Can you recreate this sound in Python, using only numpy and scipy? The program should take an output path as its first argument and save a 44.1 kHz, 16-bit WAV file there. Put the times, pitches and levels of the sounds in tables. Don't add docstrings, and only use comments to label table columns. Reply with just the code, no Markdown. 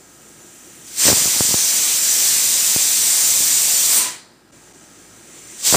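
import sys
import numpy as np
from scipy import signal
from scipy.io import wavfile
from scipy.ndimage import uniform_filter1d

SR = 44100
rng = np.random.default_rng(int(sys.argv[2]) if len(sys.argv) > 2 else 0)


def to_wav(sig):
    pcm = np.clip(np.atleast_2d(sig), -1, 1) * 32767
    pcm = np.round(pcm).astype(np.int16)
    wavfile.write(sys.argv[1], SR, pcm.T)


def volts(x):
    e = np.asarray(x, float) / 20
    return 10 ** e


N = 254016


def evened(x):
    return x / np.sqrt(np.mean(x ** 2) + 1e-20)


def read(points, hz):
    f, value = np.transpose(points)
    return np.interp(np.log(hz + 1), np.log(f + 1), value)


def noise(field_db, size, patchy_db, swell_db):
    hop = size // 4
    frames, hz = N // hop + 5, np.fft.rfftfreq(size, 1 / SR)
    a, b, patches = rng.standard_normal((frames, len(hz), 3)).T
    patches = uniform_filter1d(patches, size // 64, 0)
    patches = evened(uniform_filter1d(patches, 2 + 4000 // hop, 1))
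    swell = evened(uniform_filter1d(rng.standard_normal(frames), 1 + 1500 // hop))
    db = field_db(hz, np.arange(frames) * hop / SR) + patchy_db * patches + swell_db * swell
    return signal.istft((a + 1j * b) * volts(db), nperseg=size, noverlap=size - hop)[1][:N]


def room_drift_db():
    # time in seconds, background level in dB.
    drift_points = [(0, 0), (.9, 0.5), (4.2, -2.5), (4.5, -3), (4.53, 0.5), (5.76, 0.5)]
    return np.interp(np.arange(N) / SR, *np.transpose(drift_points))


def fridge():
    # frequency in Hz, level in dB rms.
    motor_orders = [(866.7, -71), (1270, -66), (1384, -69), (1615, -65), (1733, -73), (1846, -70),
                    (1906, -70), (1965, -74), (2326, -73)]
    motor_hz, motor_db = 56, -65
    t = np.arange(N) / SR
    waver = evened(uniform_filter1d(rng.standard_normal((len(motor_orders), N)), 6000, 1))
    hum = volts(motor_db + 2.5 * waver[0]) * np.sin(2 * np.pi * motor_hz * t)
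    for (hz, db), w in zip(motor_orders, waver):
        hum += np.sqrt(2) * volts(db + 0.69 * w) * np.sin(2 * np.pi * (hz * t + .05 * w))
    return volts(2.2 * room_drift_db()) * hum


def burner():
    # frequency in Hz, level in dB per Hz.
    flame_spectrum = [(62, -41), (105, -1.5), (273, -0.5), (300, -1.5), (331, 1), (443, -5.5), (592, -6.5),
                      (1210, -15), (1270, -10.5), (1670, -14.5), (2120, -30), (5000, -16), (6500, -40.5),
                      (11000, -120)]
    pot_hz, pot_width_hz, pot_db, flame_db = 335, 35, 4, -49.5

    def colour(hz, s):
        hump = pot_db * np.exp(-((hz - pot_hz) / pot_width_hz) ** 2)
        return (read(flame_spectrum, hz) + hump)[:, None] + 0 * s

    roar = noise(colour, size=2048, patchy_db=.6, swell_db=.8)
    return volts(room_drift_db() + flame_db) * evened(roar)


def lid():
    # frequency in Hz, level in dB, t60 in seconds.
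    lid_modes = [(1000, -31.5, .28), (1950, -37, .2), (2370, -36, .15)]
    land_s, bounce_s, contact_s = 3.992, 4.055, 0.0057
    t = np.arange(N) / SR
    rock = evened(uniform_filter1d(uniform_filter1d(rng.standard_normal(N), 700), 700))
    ring = np.zeros(N)
    for hit_s in (land_s, bounce_s):
        since = np.maximum(t - hit_s, 0)
        onset = 1 - np.exp(-since / contact_s)
        for hz, db, t60 in lid_modes:
            ring += volts(db - 60 * since / t60) * np.sin(2 * np.pi * hz * since + .8 * rock) * onset
    return volts(3. * rock + 0.5) * ring


def gusts():
    # time in seconds, size in dB, push +1 or pull -1, number of flaps.
    puffs = [(1.0547, -13, -1, 1), (1.0673, -9, -1, 1), (1.081, -14, 1, 2), (1.0842, -11, 1, 2),
             (1.0878, -9, 1, 3), (1.0914, -11, 1, 1), (1.0987, -15, -1, 1), (1.101, -12, 1, 3),
             (1.1138, -13, 1, 1), (1.119, -9, 1, 1), (1.1292, -6, 1, 1), (1.1355, -16, -1, 1),
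             (1.1731, -22, 1, 1), (1.2208, -22, 1, 1), (1.2583, -15, 1, 1), (1.2766, -19, -1, 1),
             (1.3645, -22, -1, 1), (1.4078, -4.5, 1, 1), (1.4498, -21, -1, 1), (1.4897, -20, -1, 1),
             (1.5108, -18, 1, 1), (1.5428, -7, 1, 1), (2.7629, -10, 1, 1), (3.4062, -22, 1, 1),
             (5.7265, -8, -1, 1), (5.739, -10, -1, 2), (5.7455, -15, 1, 1), (5.749, -8.5, -1, 3),
             (5.7543, -12, 1, 2)]
    # time in seconds, spit level in dB.
    plume_hits = [
        (1.078, -24.5),
        (5.745, -15),
    ]
    flap_s, flap_db = .0009, .5
    burst_db, burst_s = 8.5, .06
    rise_db_per_s, sag_db_per_s, last_s, end_db_per_s = 997, 16, 0.52, 90
    train, t = np.zeros(N), np.arange(N) / SR
    for s, db, way, flaps in puffs:
        for k in range(flaps):
            train[round((s - .0005 + k * flap_s) * SR)] = way * (-1) ** k * volts(db + 2.0 + k * flap_db)

    plume = np.zeros(N)
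    for s, db in plume_hits:
        approach_db = -rise_db_per_s * np.maximum(s - t, 0)
        sag_db = -sag_db_per_s * np.maximum(t - s, 0)
        end_db = -end_db_per_s * np.maximum(t - s - last_s, 0)
        plume += volts(db + approach_db + sag_db + burst_db * (t < s + burst_s) + end_db)
    spits = plume * rng.standard_normal(N) * (rng.random(N) < 500 / SR)

    u = np.arange(300) / SR
    snap, heave, flick = ((u / (2 * ease_s)) ** 2 * np.exp(2 - u / ease_s)
                          for ease_s in (.00014, .00034, .00008))
    push = .72 * snap + .4 * heave
    thumps = signal.oaconvolve(train, push) + signal.oaconvolve(spits, flick)
    bass_cut = signal.butter(3, 84., "high", fs=SR, output="sos")
    return signal.sosfilt(bass_cut, thumps[:N])


def flow_db(s):
    # time in seconds, jet level in dB.
    steam_flow = [(0, -54), (.35, -50), (.834, -47), (.95, -35), (.992, -20), (1.046, -13.5), (1.08, -10.5),
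                  (1.125, -18.5), (3.975, -18), (4.086, -30.5), (4.24, -66.5), (4.5, -68.5), (4.525, -53.5),
                  (5.2, -50), (5.565, -41.5), (5.623, -31.5), (5.665, -14.5), (5.76, -15)]
    # centre in seconds, change in dB, length in seconds.
    wobbles = [
        (.882, 3, 0.0087),
        (1.18, 1.5, 0.11),
        (2.008, -2, 0.027),
        (2.278, 1.5, 0.08),
        (2.608, 0, 0.43),
        (3.253, 0.5, 0.17),
        (5.672, 0.5, 0.01),
    ]
    wobble_db = sum(db * np.exp(-((s - at) / length) ** 2) for at, db, length in wobbles)
    return np.interp(s, *np.transpose(steam_flow)) + wobble_db


def steam():
    zones_hz = [250, 2000, 6500, 9000, 12000]
    # frequency in Hz, level in dB per Hz.
    jet_low = [(35, -53), (60, -20), (249, -11.5), (289, -13), (1340, -10.5), (2170, -5), (3090, -4.5),
               (5000, 1), (6500, 27), (11000, -120)]
    jet_high = [(3060, -37), (5200, -7), (5910, -1.5), (6630, -2), (7050, 8.5), (7300, 0), (9510, -5),
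                (10500, -11.5), (12000, -10.5), (13200, -6), (14900, -6.5)]
    # frequency in Hz, width in Hz, depth in dB.
    notches = [(6881, 224, -11), (10370, 340, -3.5)]
    # frequency in Hz, difference in dB.
    seep_tint = [(1000, 1.5), (3000, 2), (4800, -6), (6200, 2), (9500, 2), (10500, 4), (12500, -7),
                 (14000, -1)]
    lift_s, drop_s, reseat_s, open_db = 1.0, 3.985, 4.51, -19
    pinch_s, die_s, lag_s = 0.078, .09, 0.017

    def colour(hz, s):
        shape = np.where(hz < 5100, read(jet_low, hz) - 6.0, read(jet_high, np.minimum(hz, 14900)))
        shape = shape + sum(db * np.exp(-((hz - f) / width) ** 2) for f, width, db in notches)
        level = flow_db(s)
        thin = np.clip((-31.5 - level) / 15, 0, 1)
        over_db = np.maximum(level - open_db, 0)
        drying = np.clip((s - lift_s) / (drop_s - lift_s), 0, 1) * (s < reseat_s)
        pinched = np.exp(-((s - drop_s) / pinch_s) ** 2)
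        dying = np.clip((s - drop_s) / die_s, 0, 1) * (s < reseat_s)
        reseated = (s >= reseat_s) * np.clip((open_db - level) / 8, 0, 1)
        rising = np.clip((level - flow_db(s - lag_s)) / 12, 0, 1)
        # (roar dB, edge dB, fizz dB)
        states = [((-2.24, -0.82, -4), 1 + 0 * s),
                  ((6, 0, 2.5), thin),
                  ((0.09, -0.16, -0.33), over_db),
                  ((0.1, 2.54, 2.4), drying),
                  ((5.1, 4.4, 3.4), pinched),
                  ((10.3, 0, -6), dying),
                  ((1.2, -.6, -4), reseated),
                  ((0.5, 1.2, -3.5), rising)]
        roar, edge, fizz = sum(np.outer(shift, state) for shift, state in states)
        bend = [1.1 * (roar + 1.04), roar, 0 * s, edge, fizz]
        share = np.array([read(list(zip(zones_hz, one)), hz) for one in np.eye(len(bend))])
        return shape[:, None] + share.T @ bend + np.outer(read(seep_tint, hz), thin)

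    jet = noise(colour, size=512, patchy_db=0.84, swell_db=0.0)
    core_band = signal.butter(4, [5000, 8000], "band", fs=SR, output="sos")
    core = signal.sosfilt(core_band, jet)
    return jet / np.std(core) * volts(flow_db(np.arange(N) / SR))


def kitchen(x):
    # frequency in Hz, t60 in seconds.
    room_decay = [(200, 0.27), (1000, 0.92), (2900, 0.35), (4100, 0.66), (6000, 0.41), (9700, 0.35),
                  (13000, 0.24)]
    taps = np.zeros((3, SR // 2))
    at = np.arange(120, SR // 2 - 20, 20)
    at = at + rng.integers(0, 20, (3, len(at)))
    np.put_along_axis(taps, at, rng.choice([-1., 1.], at.shape), 1)
    hz, t, z = signal.stft(taps, SR, nperseg=256)
    t60 = read(room_decay, hz)[:, None]
    tails = signal.istft(z * volts(-60 * t / t60) / np.sqrt(t60), SR, nperseg=256)[1]
    tails = tails / np.linalg.norm(tails[0])
    cycles = 0.48 * np.arange(N) / SR + np.arange(3)[:, None] / 3
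    turns = np.cos(2 * np.pi * cycles) * np.sqrt(2 / 3)
    return signal.fftconvolve(x * turns, tails, axes=1)[:, :N].sum(0)


def widened(x):
    # centre in seconds, low edge in Hz, high edge in Hz.
    wide_moments = [(1.5747, 12400, 14000), (1.9927, 5500, 8500), (2.3874, 5000, 7100),
                    (2.3874, 13700, 15400), (3.0376, 6100, 7800), (3.7574, 5500, 7000),
                    (3.7574, 12300, 14700), (4.872, 10300, 12500), (4.872, 13100, 15300),
                    (5.4525, 5600, 8500)]
    t, mix = np.arange(N) / SR, x.copy()
    for s, low_hz, high_hz in wide_moments:
        band_pass = signal.butter(8, [low_hz, high_hz], "band", fs=SR, output="sos")
        band = signal.sosfiltfilt(band_pass, x[0])
        window = np.cos(np.pi / 2 * np.clip((t - s) * SR / 900, -1, 1)) ** 2
        unrelated = np.roll(band, 3000) * [[1], [-1]]
        mix += window * (np.sqrt(.5) * unrelated - 0.35 * band)
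    return mix


def scene():
    bass_cut = signal.butter(4, 70., "high", fs=SR, output="sos")
    jet = signal.sosfilt(bass_cut, steam())
    mono = fridge() + burner() + lid() + gusts() + volts(-8.0) * kitchen(jet) + volts(0.5) * jet
    return np.array([mono, mono])


def low_pass(x):
    return signal.sosfilt(signal.butter(12, 16670, fs=SR, output="sos"), x)


def record(dry):
    # time in seconds, fade-in in seconds.
    scene_changes = [
        (4.511, 0.019),
        (4.727, 0.011),
    ]
    hiss_db, edge_hz = -65, 15490
    t = np.arange(N) / SR
    fade = np.ones(N)
    for s, length in scene_changes:
        fade *= np.where(t < s, 1, np.clip(0.065 + (t - s) / length, 0, 1))
    heard = (dry + volts(hiss_db) * rng.standard_normal(N)) * fade
    squeezed = 1.265 * np.tanh(heard / 1.314)
    band_limit = signal.firwin(2047, edge_hz, window=("kaiser", 11), fs=SR)
    return low_pass(signal.oaconvolve(widened(squeezed), band_limit[None], "same"))


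dry = scene()
out = record(dry)
to_wav(out)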